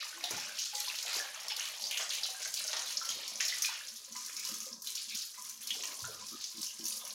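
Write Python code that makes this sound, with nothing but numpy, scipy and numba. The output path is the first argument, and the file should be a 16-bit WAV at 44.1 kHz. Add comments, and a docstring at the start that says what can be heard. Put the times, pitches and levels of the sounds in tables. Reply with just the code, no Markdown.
"""Rinsing a brass plate

A small plate is rubbed and rinsed by hand under a tap, over a stone sink in a tiled kitchen.
Water gathers and spills off a few times a second as fizz, spray and slosh, all ringing bubbles;
lumps of it slap the sink and plop into a bucket. The stream drums on the plate, harder later on,
and excites its modes; a few hard clacks and two light knocks set the brass in free vibration."""
import sys
import numpy as np
from scipy import signal
from scipy.fft import rfft, irfft
from scipy.io import wavfile
from numba import njit

SR = 44100
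rng = np.random.default_rng(int(sys.argv[2]) if len(sys.argv) > 2 else 0)


def transcribe(signal):
    """Save signal, clipped to [-1, 1], as a 16-bit WAV file at the path in sys.argv[1]."""
    frames = np.atleast_2d(signal).T
    limited = np.clip(frames, -1, 1)
    pcm = np.round(limited * 32767).astype(np.int16)
    wavfile.write(sys.argv[1], SR, pcm)


N = 314865
T = np.arange(N) / SR


def undb(db):
    """Amplitude ratio of a level in decibels."""
    return 10 ** (np.asarray(db) / 20)


def unit(x):
    """Normalisation to an rms of 1."""
    return x / np.sqrt(np.mean(x ** 2) + 1e-18)


def curve(table, column=1):
    """Gain envelope, interpolated in decibels between a table's times."""
    rows = np.array(table)
    return undb(np.interp(T, rows[:, 0], rows[:, column]))


def add(out, start, x):
    """Superposition of x on out from a start in seconds."""
    i = max(int(start * SR), 0)
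    out[i:i + len(x)] += x[:max(N - i, 0)]


def wander(hz):
    """Random modulation: low-passed noise with an rms of 1."""
    return unit(signal.sosfilt(signal.butter(2, hz, fs=SR, output="sos"), rng.standard_normal(N)))


def colour(x, spectrum):
    """Minimum-phase filter through (Hz, dB) points, made by folding the cepstrum."""
    hz, db = np.transpose(spectrum)
    size = 2048
    bin_hz = np.arange(size // 2 + 1) * SR / size
    gain = undb(np.interp(np.log(bin_hz + 1), np.log(hz), db))
    cepstrum = irfft(np.log(gain))
    cepstrum[1:size // 2] *= 2
    cepstrum[size // 2 + 1:] = 0
    response = irfft(np.exp(rfft(cepstrum)))
    return signal.fftconvolve(x, response)[:len(x)]


def band(x, low_hz, high_hz):
    """Butterworth band-pass."""
    edges = [low_hz, max(high_hz, low_hz + 10)]
    return signal.sosfilt(signal.butter(2, edges, "band", fs=SR, output="sos"), x)


@njit
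def ring_bubbles(start, hz, cycles, size, rise, onto):
    """Bubble resonance: each sine decays 60 dB in its cycles as its pitch gains the fraction rise."""
    out = onto.copy()
    for k in range(len(start)):
        length = int(cycles[k] * SR / hz[k]) + 2
        first, fade = int(start[k] * SR), np.exp(-6.9 / length)
        phase, amplitude = 0., size[k]
        for i in range(max(0, min(length, len(out) - first))):
            phase += 2 * np.pi * hz[k] * (1 + rise * i / length) / SR
            amplitude *= fade
            onset = min(phase / (2 * np.pi), 1.)
            out[first + i] += amplitude * onset * np.sin(phase)
    return out


def drop_sizes(chance, spread_db):
    """Exponential distribution of levels: many small drops and a few big ones."""
    return undb(-spread_db * np.log(1 - .985 * chance))


def impacts(spread_db, count):
    """Shot noise: droplets strike at random moments."""
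    when, chance = rng.random((count, 2)).T
    size = drop_sizes(chance, spread_db) * (-1) ** np.arange(count)
    return np.bincount((when * N).astype(int), size, N)


def stray_events(flow, per_s):
    """Random arrivals: times, the flow's dB at each, and size and pitch deviates from -1 to 1."""
    when, size, pitch = rng.random((400, 3))[:int(per_s * N / SR)].T
    flow_db = 20 * np.log10(flow[(when * N).astype(int)])
    return when * N / SR, flow_db, 2 * size - 1, 2 * pitch - 1


def kitchen(x, room_db=-1.0, room_t60=0.31):
    """Reverberation: the tiled room adds an exponentially decaying tail to the direct sound."""
    t = T[:SR // 2]
    tail = rng.standard_normal(len(t)) * (t > .0015) * undb(-60 * t / room_t60)
    response = undb(room_db) * tail / np.linalg.norm(tail)
    response[0] = 1
    return signal.fftconvolve(x, response / np.linalg.norm(response))[:N]


def moving_splash(x, spots_per_s=24, count=10):
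    """Reflections depend on position: the hands move the splash from spot to spot."""
    shares = (np.maximum(1 - np.abs((spots_per_s * T - k) % count - 1), 0) for k in range(count))
    return sum(kitchen(x * share) for share in shares)


def sink(x):
    """Early reflections, as all-pass filters, smear each tick without colouring it."""
    for lag in (7, 13, 23):
        loop = np.r_[1, np.zeros(lag - 1), -.6]
        x = signal.lfilter(loop[::-1], loop, x)
    return x


# Spectrum of the room's background. Each row: frequency in Hz, gain in dB.
RUMBLE_SPECTRUM = [(25, -6), (60, 3), (110, 13.5), (200, 1), (400, 7.5), (1000, 2), (4000, -10),
                   (16000, -2.5)]

def rumble():
    """Ambient noise: faint, steady and weighted to low frequencies."""
    return undb(-75.0) * unit(colour(rng.standard_normal(N), RUMBLE_SPECTRUM))


# Low hollow tones of the plate, rung by the stream. 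Each row: start in seconds, mid-tone level in dB,
# length in seconds, upper tone relative to the lower in dB.
LOW_PLATE_TONES = [(0.138, -83.5, 0.17, 18), (0.46, -66.5, 0.094, -14), (2.611, -58.5, 0.013, -20),
                   (3.316, -61, 0.08, -17), (4.103, -65, 0.17, -16), (4.498, -53, 0.039, -8),
                   (4.622, -61, 0.022, -16), (4.709, -54.5, 0.07, -34), (5.069, -66, 0.081, -21),
                   (5.127, -49.5, 0.022, -24), (5.644, -63, 0.11, -8), (6.314, -50.5, 0.033, -3.5),
                   (6.546, -54, 0.06, -2.5), (6.793, -54, 0.065, -1)]

def low_plate_tones(lower_hz=219.4 + 4.2, upper_hz=324.8, rise_s=0.0037, fall_s=0.014, sag_db_per_s=40):
    """Modal vibration: the stream rings two low modes of the plate, which swell, waver and die away."""
    out, t = np.zeros(N), T[:SR // 4]
    roughness = unit(undb(4 * wander(35)))
    drift = 1 + 0.069 * wander(65)
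    for start, db, length, upper_db in LOW_PLATE_TONES:
        now = slice(int(start * SR), int(start * SR) + len(t))
        envelope = (1 - np.exp(-t / rise_s)) * np.exp(-np.maximum(t - length, 0) / fall_s)
        gain = undb(db - sag_db_per_s * (t - length / 2))
        phase_per_hz = 2 * np.pi * np.cumsum(drift[now]) / SR
        tones = np.sin(lower_hz * phase_per_hz) + undb(upper_db) * np.sin(upper_hz * phase_per_hz)
        add(out, start, gain * envelope * roughness[now] * tones)
    return kitchen(out, room_db=-12, room_t60=0.26)


# Hollow notes of the plate. Each row: start and length in seconds, level in dB, pitch in Hz.
HOLLOW_NOTES = [(4.36, 0.12, -52.5, 2370), (5.08, 0.095, -52, 2380), (5.61, 0.074, -54, 3340),
                (6.337, 0.11, -64, 1610), (6.637, 0.12, -54, 2900), (6.99, 0.065, -55, 3420)]

def hollows(width_hz=360):
    """Resonance: the stream excites one narrow band of the plate, swelling and fading as it tilts."""
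    out, blows = np.zeros(N), impacts(spread_db=-1.5, count=6000)
    for start, length, db, hz in HOLLOW_NOTES:
        now = slice(int(start * SR), int((start + length) * SR))
        note = unit(band(blows[now], hz - width_hz / 2, hz + width_hz / 2))
        add(out, start, undb(db) * note * np.sin(np.linspace(0, np.pi, len(note))))
    return out


# Modes of the hand-held plate. Each row: frequency in Hz, bandwidth in Hz, gain in dB.
PLATE_MODES = [(219.4, 38, 2), (305.5, 44, -4), (428, 17, -3), (526, 40, -4), (1029, 104, 3.5),
               (1226, 100, 2), (1627, 56, -4.5), (2720, 25, -10)]
# Drumming of the stream on the plate. Each row: time in seconds, relative level in dB.
DRUM_LEVELS = [(0, -75.5), (2.0, -66.5), (3.7, -60.5), (4.0, -68.5), (4.55, -53.5), (4.8, -58.5),
               (5.3, -70.5), (5.6, -62), (6.2, -55), (6.5, -63.5), (7.14, -57)]

def drumming(waver_db=4.5, waver_hz=6):
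    """Forced vibration: drops drive the brass; each mode wavers as the stream strays over it."""
    blows = impacts(spread_db=4.5, count=8000)
    modes = sum(undb(db + waver_db * wander(waver_hz)) * band(blows, hz - width / 2, hz + width / 2)
                for hz, width, db in PLATE_MODES)
    return undb(-4.0) * unit(modes) * curve(DRUM_LEVELS)


# Light knocks on the plate. Each row: start in seconds, level in dB.
KNOCK_EVENTS = [(4.153, -44), (5.375, -47.5)]
# Modes a knock excites. Each row: frequency in Hz, gain in dB, 60 dB decay time in seconds.
MIDDLE_MODES = [(1004, 1, 0.17), (1088, 0.5, 0.081), (1216, -2.5, 0.15), (1310, -25, .09),
                (2025, -4, 0.073)]

def knocks(thud_t60=0.19, contact_s=.002):
    """Damped free vibration: a knock gives a dull plunk and a ring that the fingers cut short."""
    out, t = np.zeros(N), T[:SR // 2]
    brass = sum(undb(db - 60 * t / t60) * np.sin(2 * np.pi * hz * t) for hz, db, t60 in MIDDLE_MODES)
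    for start, db in KNOCK_EVENTS:
        burst = rng.standard_normal(len(t)) * undb(-6 - 60 * t / thud_t60)
        thud = 6 * band(burst, 1020, 1260)
        add(out, start, undb(db) * (brass + thud) * (1 - np.exp(-t / contact_s)))
    return out


# Clacks, as of finger rings on wet brass. Each row: start in seconds, level in dB,
# spectral tilt in dB per octave.
CLACK_EVENTS = [(1.597, -34, 11), (2.45, -41, 18), (2.7301, -30, -1), (3.4062, -29.5, -9),
                (3.6208, -33.5, 8), (5.705, -33.5, 4.5), (5.836, -35, -2), (6.4408, -39, 9)]
# Modes a clack excites. Each row: frequency in Hz, gain in dB, 60 dB decay time in seconds.
UPPER_MODES = [(1925, -12, .12), (2320, -14, 0.18), (2733, -10, .08), (3430, -12, .06), (5280, -15, .04),
               (5930, -3, 0.025), (6400, -1, 0.024)]

def clacks(crack_s=0.00023, pivot_hz=3970):
    """Impulse excitation: a brief hard contact cracks and rings high modes, damped by the wet hand."""
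    out, t = np.zeros(N), T[:SR // 4]
    for start, db, tilt in CLACK_EVENTS:
        brass = sum(undb(mode_db + tilt * np.log2(hz / pivot_hz) - 60 * t / t60)
                    * np.sin(2 * np.pi * hz * t) for hz, mode_db, t60 in UPPER_MODES)
        crack = band(rng.standard_normal(len(t)) * np.exp(-t / crack_s), 3000, 8100)
        add(out, start, undb(db) * (brass + 2 * undb(7) * crack))
    return kitchen(band(out, 1400, 12000), room_db=-4.5)


# Slops into the bucket. Each row: start in seconds, level in dB, 60 dB decay time in seconds,
# lower and upper band edges in Hz.
SLOP_EVENTS = [(0.307, -41, 0.23, 228, 900), (.33, -51, 0.37, 92, 204), (1.07, -48, 0.36, 460, 1860),
               (1.163, -47.5, 0.12, 295, 470), (1.996, -41, 0.19, 606, 2260), (2.439, -71, 0.42, 55, 180),
               (2.73, -42, 0.54, 630, 2260), (3.102, -64, 0.42, 54.7, 251), (3.149, -57, 0.44, 283, 450),
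               (3.402, -29.5, 0.12, 1800, 3060), (5.76, -56, 1, 274, 490), (6.015, -52, 0.73, 90, 121.9),
               (6.043, -53, 0.35, 1370, 1700), (6.075, -51, 0.37, 393, 630)]

def slops():
    """Decaying band-limited noise: heavy spills churn the bucket in short dull bursts."""
    out, t = np.zeros(N), T[:SR // 2]
    for start, db, t60, low_hz, high_hz in SLOP_EVENTS:
        churn = unit(band(rng.standard_normal(len(t)), low_hz, high_hz))
        add(out, start, undb(db - 60 * t / t60) * churn)
    return out


def blips(flow, per_s=19, low_hz=1420, high_hz=4500, cycles=20):
    """Random air entrainment: rows of lesser bubbles, louder when the water sloshes."""
    start, flow_db, size, pitch = stray_events(flow, per_s)
    db = flow_db - 8.5 + 4 * size
    hz = low_hz * (high_hz / low_hz) ** ((pitch + 1) / 2)
    return np.column_stack([start, db, hz, np.full(len(start), cycles)])


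# Single ringing bubbles, from low plops to high plinks. Each row: start in seconds, level in dB,
# pitch in Hz, ringing time in cycles.
RINGING_BUBBLES = [(.052, -45, 962, 79), (.128, -40.5, 1490, 50), (.176, -41.5, 1055, 80),
                   (.237, -31, 708, 94), (.2405, -18.5, 3880, 36), (.376, -33, 840, 37),
                   (.492, -37, 1564, 64), (.584, -27.5, 2980, 35), (.731, -42.5, 826, 270),
                   (.742, -47, 517, 73), (.782, -39, 1950, 110), (.875, -38, 995, 55),
                   (.899, -24.5, 2670, 41), (1.051, -36.5, 693, 27), (1.142, -26, 4700, 56),
                   (1.199, -31.5, 1694, 100), (1.36, -44.5, 1316, 66), (1.476, -44, 1080, 49),
                   (1.483, -20.5, 5350, 65), (1.515, -41, 850, 64), (1.521, -21, 5100, 55),
                   (1.607, -26, 2880, 44), (1.84, -22.5, 4670, 100), (2.243, -25.5, 4000, 130),
                   (2.287, -38.5, 749, 74), (2.346, -43, 1597, 110), (2.456, -35.5, 1580, 53),
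                   (2.541, -30, 4730, 120), (2.648, -42, 621, 180), (2.685, -38, 1410, 55),
                   (3.014, -34, 1334, 140), (3.092, -25, 3170, 53), (3.402, -36.5, 1860, 47),
                   (3.524, -25.5, 1970, 55), (3.646, -22, 2460, 47), (3.69, -34, 950, 32),
                   (3.757, -27, 2740, 32), (3.824, -51, 602, 39), (4.078, -54.5, 540, 45),
                   (4.489, -49.5, 527, 55), (4.664, -44, 520, 54), (5.385, -60, 616, 100),
                   (6.042, -31.5, 1390, 61)]

def plops(flow, companions=3, companion_db=-12, lag_s=0.012, pitch_spread=0.09):
    """Bubble resonance in standing water: each lone bubble rings and sheds a few companions."""
    start, db, hz, cycles = np.vstack([RINGING_BUBBLES, blips(flow)]).T.copy()
    tones = ring_bubbles(start, hz, cycles, undb(db), rise=0.05, onto=np.zeros(N))
    for _ in range(companions):
        late, detune = rng.standard_normal((len(start), 2)).T
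        tones = ring_bubbles(start + lag_s * np.abs(late), hz * np.exp(pitch_spread * detune),
                             cycles / 2, undb(db + companion_db), rise=0.38, onto=tones)
    roughness = 1 + 0.23 * wander(260)
    return band(tones * roughness, 620, 7300)


def bubble_cloud(low_hz, high_hz, cycles, spread_db, rise, count):
    """Incoherent superposition: a steady cloud of bubbles of mixed sizes."""
    when, pitch, life, chance = rng.random((count, 4)).T
    hz = low_hz + (high_hz - low_hz) * pitch
    size = drop_sizes(chance, spread_db)
    return ring_bubbles(when * N / SR, hz, cycles * (.5 + life), size, rise, np.zeros(N))


# Patter of the stream in the bucket. Each row: time in seconds, relative level in dB.
PATTER_LEVELS = [(0, -65.5), (.5, -54), (.68, -75), (.85, -60), (1.02, -63.5), (1.15, -45), (1.32, -58),
                 (1.55, -54.5), (2.2, -55.5), (2.95, -60.5), (3.2, -55), (3.7, -62.5), (3.95, -74),
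                 (5.55, -80), (5.8, -56), (6.15, -67), (6.6, -73), (7.14, -58.5)]

def patter():
    """Low-pitched bubble resonance: the stream patters dully into the bucket."""
    cloud = bubble_cloud(450, 1188, cycles=34.0, spread_db=2.5, rise=0.22, count=2500)
    return unit(band(cloud, 470, 1600)) * curve(PATTER_LEVELS)


def slosh():
    """Medium bubbles resonate in the midrange and merge into a slosh."""
    cloud = bubble_cloud(1102, 3314, cycles=26.0, spread_db=2, rise=0.093, count=5000)
    return unit(band(cloud, 1600, 13000))


# Spectrum of spray and mist. Each row: frequency in Hz, gain in dB.
SPRAY_SPECTRUM = [(600, -41), (2500, -26.5), (6000, 14), (8000, 0.5), (10000, 5.5), (12500, 1.5),
                  (16000, -3.5)]

def spray():
    """Tiny bubbles resonate high and decay so fast that they are heard as ticks."""
    cloud = bubble_cloud(6300, 15000, cycles=12.0, spread_db=6.5, rise=0.055, count=16000)
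    return unit(colour(cloud, SPRAY_SPECTRUM))


def small_splats(flow, per_s=14, centre_hz=5260, mist_db=-18):
    """Random impacts: rows of lesser lumps, which hit harder when more water falls."""
    start, flow_db, size, pitch = stray_events(flow, per_s)
    db = flow_db + 8.5 + 3.5 * size
    hz = centre_hz * np.exp(0.09 * pitch)
    return [(*lump, mist_db) for lump in zip(start, db, hz)]


# Big lumps of water slapping the sink. Each row: start in seconds, level in dB,
# bubble pitch in Hz, mist gain in dB.
BIG_SPLATS = [(.2388, -26.5, 3570, -18), (.3075, -28.5, 6100, -12.5), (.3655, -31, 5600, -19),
              (.587, -26.5, 5530, -27), (.6179, -30, 5600, -32), (.6549, -35, 4300, -17),
              (.7814, -33, 6530, -34), (.802, -25, 4260, -35), (.859, -29, 4170, -32),
              (.8814, -25.5, 4300, -30), (.9532, -32, 4530, -20), (1.1408, -26, 4740, -23),
              (1.482, -31.5, 5400, -16), (1.5055, -31, 2910, -28), (1.5638, -27, 4300, -16),
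              (1.6072, -28.5, 2900, -20), (1.654, -31, 3480, -22), (1.821, -30, 4950, -30),
              (1.8396, -35, 5060, -27), (1.868, -27.5, 5060, -26), (1.9095, -24, 2950, -18),
              (1.9714, -24, 3120, -20), (1.979, -30, 6540, -22), (2.007, -31, 6500, -20),
              (2.092, -27, 6300, -28), (2.1025, -24.5, 3970, -28), (2.1331, -30, 3600, -21),
              (2.2333, -22, 4640, -25), (2.4177, -31.5, 4980, -18), (2.5398, -28, 4900, -12),
              (2.6389, -29, 7050, -35), (2.6783, -24.5, 5300, -38), (2.7302, -22.5, 4100, -33),
              (2.766, -30, 5340, -33), (2.7921, -28, 5840, -31), (2.817, -28, 6500, -30),
              (2.9705, -22.5, 5280, -41), (3.0887, -23, 6200, -26), (3.1133, -32, 3910, -25),
              (3.3556, -31.5, 5900, -32), (3.4052, -21.5, 5960, -28), (3.459, -30, 5500, -24),
              (3.4945, -25, 3850, -28), (3.6204, -24.5, 6500, -11.5), (3.6466, -25, 3620, -33),
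              (3.6564, -21.5, 5540, -19.5), (3.738, -33.5, 6170, -23), (3.883, -33, 5060, -28),
              (3.959, -35.5, 5700, -19), (4.1221, -36, 6200, -17), (4.261, -30.5, 5570, -14),
              (4.3655, -28.5, 5460, -19), (4.3944, -30.5, 5830, -14.5), (4.4498, -27, 5060, -17),
              (4.4888, -32.5, 5330, -15), (4.54, -35, 6000, -10), (4.6025, -31.5, 6600, -20),
              (4.629, -37, 6200, -15), (4.728, -35, 5240, -32), (4.82, -36, 5970, -9.5),
              (4.8705, -27.5, 3810, -16), (4.952, -27, 4950, -16.5), (5.02, -35, 4500, -18),
              (5.494, -34, 5950, -11), (5.671, -26.5, 5300, -16.5), (5.705, -24, 3200, -27),
              (5.8363, -31, 2920, -15), (6.0188, -35, 4840, -17), (6.4119, -37, 5900, -16),
              (6.4408, -26.5, 5100, -26), (6.615, -30, 5970, -12.5), (6.6632, -30, 6230, -27),
              (6.8397, -31, 6860, -15), (6.8529, -24.5, 6540, -18), (6.8812, -32.5, 5970, -7),
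              (6.921, -31, 4700, -28), (7.011, -36.5, 3640, -19), (7.0499, -36.5, 5900, -12),
              (7.0749, -35.5, 6100, -10), (7.105, -34.5, 4300, -25)]
# Spectrum of a splat's body. Each row: frequency in Hz, gain in dB.
SPLAT_SPECTRUM = [(150, -41), (700, -32), (1800, -2), (4500, -1.5), (6700, 3), (7800, -13.5), (10000, -9.5),
                  (16000, -39)]

def splats(flow, lead_db=2.0, follower_db=-12.5, linger_s=.016, cycles=32.0, count=24):
    """Impact and entrainment: a lump ticks, traps a main bubble and followers, and throws up mist."""
    body, mist, t = np.zeros(N), np.zeros(N), T[:SR // 6]
    follows = np.arange(count) > 0
    for start, db, hz, mist_db in list(BIG_SPLATS) + small_splats(flow):
        droplets = rng.standard_normal(len(t)) * (np.exp(-t / 0.0053) + 0.2 * np.exp(-t / 0.019))
        tick = 2 * undb(-3) * band(droplets, hz / 1.24, hz * 1.24)
        delay = linger_s * rng.exponential(size=count) * follows
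        pitch = hz * np.exp(0.064 * rng.standard_normal(count) * follows)
        size = undb(np.where(follows, follower_db, lead_db)) * np.exp(-delay / 0.1)
        splat = ring_bubbles(delay, pitch, np.full(count, cycles), size, rise=0.039, onto=tick)
        add(body, start, undb(db) * splat)
        add(mist, start, undb(db + mist_db + 6) * droplets)
    return undb(1.5) * colour(body, SPLAT_SPECTRUM) + colour(mist, SPRAY_SPECTRUM)


# The stream between spills. Each row: time in seconds, relative fizz, spray and slosh levels in dB.
STREAM_LEVELS = [(0, -47, -52, -53.5), (.4, -44.5, -55.5, -42.5), (.68, -42, -49, -53.5),
                 (1.3, -44.5, -51.5, -46), (1.8, -47, -51.5, -54.5), (2.4, -44.5, -48.5, -53),
                 (3.25, -41.5, -51.5, -55), (3.8, -47.5, -51.5, -47), (4.0, -49, -53, -63),
                 (4.4, -52, -59, -59), (4.79, -50, -61, -81), (5.2, -48.5, -51.5, -73),
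                 (5.57, -52.5, -54.5, -66), (5.8, -55, -50.5, -67), (6.25, -44.5, -54, -61.5),
                 (6.75, -46.5, -52.5, -62.5), (7.14, -56, -51, -63)]
# Spills off hands and plate. Each row: start and hold in seconds, relative fizz, spray and slosh
# levels in dB, bubble pitch in Hz.
SPILL_EVENTS = [(0, 0.015, -35.5, -68, -40, 5140), (0.266, 0.17, -44, -68, -45, 5260),
                (0.583, 0.072, -34.5, -46.5, -78, 5100), (0.726, 0.23, -57, -45.5, -48.5, 4770),
                (0.978, 0.04, -37, -48, -68, 5240), (1.058, 0.13, -37, -48.5, -40.5, 4680),
                (1.496, 0.012, -35.5, -66, -44, 3710), (1.575, 0.12, -43.5, -47, -42, 4350),
                (1.797, 0.059, -39, -64, -59, 4950), (1.909, 0.055, -38.5, -48, -51, 2930),
                (1.972, 0.084, -37, -52, -41, 6000), (2.104, 0.074, -38, -45.5, -45, 3970),
                (2.223, 0.054, -42.5, -61, -47, 4360), (2.423, 0.036, -35.5, -49, -46, 5460),
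                (2.56, 0.079, -40, -44, -58, 4740), (2.585, 0.31, -46.5, -50, -49, 4480),
                (2.856, 0.073, -40.5, -45, -58, 5050), (3.039, 0.27, -44, -67, -52.5, 4880),
                (3.397, 0.18, -38, -45.5, -45.5, 4700), (3.623, 0.13, -39.5, -60, -45, 4600),
                (4.149, 0.21, -43, -48.5, -54.5, 5800), (4.373, 0.14, -41.5, -50, -52.5, 5530),
                (4.534, 0.16, -43, -51.5, -57, 5900), (4.84, 0.091, -44, -47, -55, 5340),
                (4.948, 0.11, -40.5, -50, -59, 5070), (5.083, 0.17, -40.5, -47.5, -54, 4780),
                (5.337, 0.13, -54, -52, -58.5, 5400), (5.443, 0.058, -42.5, -58, -56, 5740),
                (5.606, .04, -45.5, -44, -55, 4800), (5.67, 0.16, -41, -49, -58, 4950),
                (5.832, 0.1, -47, -48, -53, 4470), (5.96, 0.18, -45, -51, -76, 5320),
                (6.4, 0.086, -40, -66, -78, 5350), (6.606, 0.044, -39, -45.5, -59, 5500),
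                (6.846, 0.13, -43.5, -45.5, -59, 5500), (7.05, 0.043, -51, -58, -53.5, 5100)]

def surge(layer, rise_s=0.00072, fall_s=0.026):
    """Incoherent sources add in power: spills raise the gain of layer 0 (fizz), 1 (spray), 2 (slosh)."""
    power, t = curve(STREAM_LEVELS, column=1 + layer) ** 2, T[:SR]
    for start, hold, *levels_db, _ in SPILL_EVENTS:
        envelope = (1 - np.exp(-t / rise_s)) * np.exp(-np.maximum(t - hold, 0) / fall_s)
        add(power, start, (undb(levels_db[layer]) * envelope) ** 2)
    return np.sqrt(power)


def froth(cycles=24, pitch_spread=0.26, core_spread=0.065, core_share=0.3, count=18000):
    """Size sets resonance: each spill traps a core of like bubbles, giving it a wavering pitch."""
    when, life, chance, kind = rng.random((count, 4)).T
    drift = 0.1 * wander(35)[(when * N).astype(int)]
    start = when * N / SR
    spill_start, *_, spill_hz = np.transpose(SPILL_EVENTS)
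    latest_spill = np.maximum(np.searchsorted(spill_start, start) - 1, 0)
    spread = np.where(kind < core_share, core_spread, pitch_spread)
    hz = spill_hz[latest_spill] * np.exp(drift + spread * rng.standard_normal(count))
    size = drop_sizes(chance, spread_db=1.6) * np.sqrt(hz)  # small bubbles are brief but strong
    return ring_bubbles(start, hz, cycles * (.5 + life), size, rise=0.087, onto=np.zeros(N))


# Spectrum of the fizz. Each row: frequency in Hz, gain in dB.
FIZZ_SPECTRUM = [(500, -21), (1200, -36), (2200, 5.5), (4500, 2.5), (6800, 0.5), (7800, -1.5), (16000, -38)]
# Coarse part of the fizz. Each row: time in seconds, gain in dB.
COARSE_GAINS = [(0, 2.5), (3.8, -2), (4.0, -7), (4.6, 3.5), (4.68, -3), (4.73, -24), (4.83, -19), (4.88, 4),
                (5.15, -3), (5.3, -6), (5.6, 2.5), (5.9, -2), (6.3, -3.5), (6.45, -3), (7.14, 5)]

def fizz(crossover_hz=3600):
    """Froth in two bands: the coarse, lower one drops out as water slides smoothly off the plate."""
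    whole = unit(colour(froth(), FIZZ_SPECTRUM))
    fine = signal.sosfiltfilt(signal.butter(5, crossover_hz, "high", fs=SR, output="sos"), whole)
    return fine + (whole - fine) * curve(COARSE_GAINS)


def flutter(depth_db=2, lump_s=0.0072, count=500):
    """Amplitude modulation of a broken stream: the gain jumps as each lump arrives, then sags."""
    arrivals = np.bincount(rng.integers(0, N, count), minlength=N)
    lumps = signal.lfilter([1], [1, -np.exp(-1 / (lump_s * SR))], arrivals)
    return undb(depth_db * unit(lumps - lumps.mean()))


def running_water(fizz_gain, spray_gain, slosh_gain):
    """Superposed bubble clouds: the fizz, the spray and the duller pair flutter independently."""
    fizzing = undb(-4.5) * fizz() * fizz_gain
    spraying = undb(-0.5) * spray() * spray_gain
    dull = undb(-4.5) * slosh() * slosh_gain + undb(-3.5) * patter()
    return fizzing * flutter() + spraying * flutter() + dull * flutter()


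def scene():
    """Superposition of water and plate in the kitchen, over a faint rumble."""
    fizz_gain, spray_gain, slosh_gain = (surge(layer) for layer in range(3))
    splash = running_water(fizz_gain, spray_gain, slosh_gain) + splats(fizz_gain)
    water = moving_splash(sink(splash) + slops())
    plops_and_knocks = kitchen(plops(slosh_gain) + knocks(), room_db=0.0, room_t60=0.41)
    brass = clacks() + drumming() + hollows() + low_plate_tones()
    return (water + plops_and_knocks + brass + rumble())[None]


def record(dry):
    """Band limiting: a steep low-pass removes the treble above 15950 Hz."""
    return signal.sosfilt(signal.ellip(10, .2, 70, 15950, fs=SR, output="sos"), dry)


dry = scene()
out = record(dry)
transcribe(out)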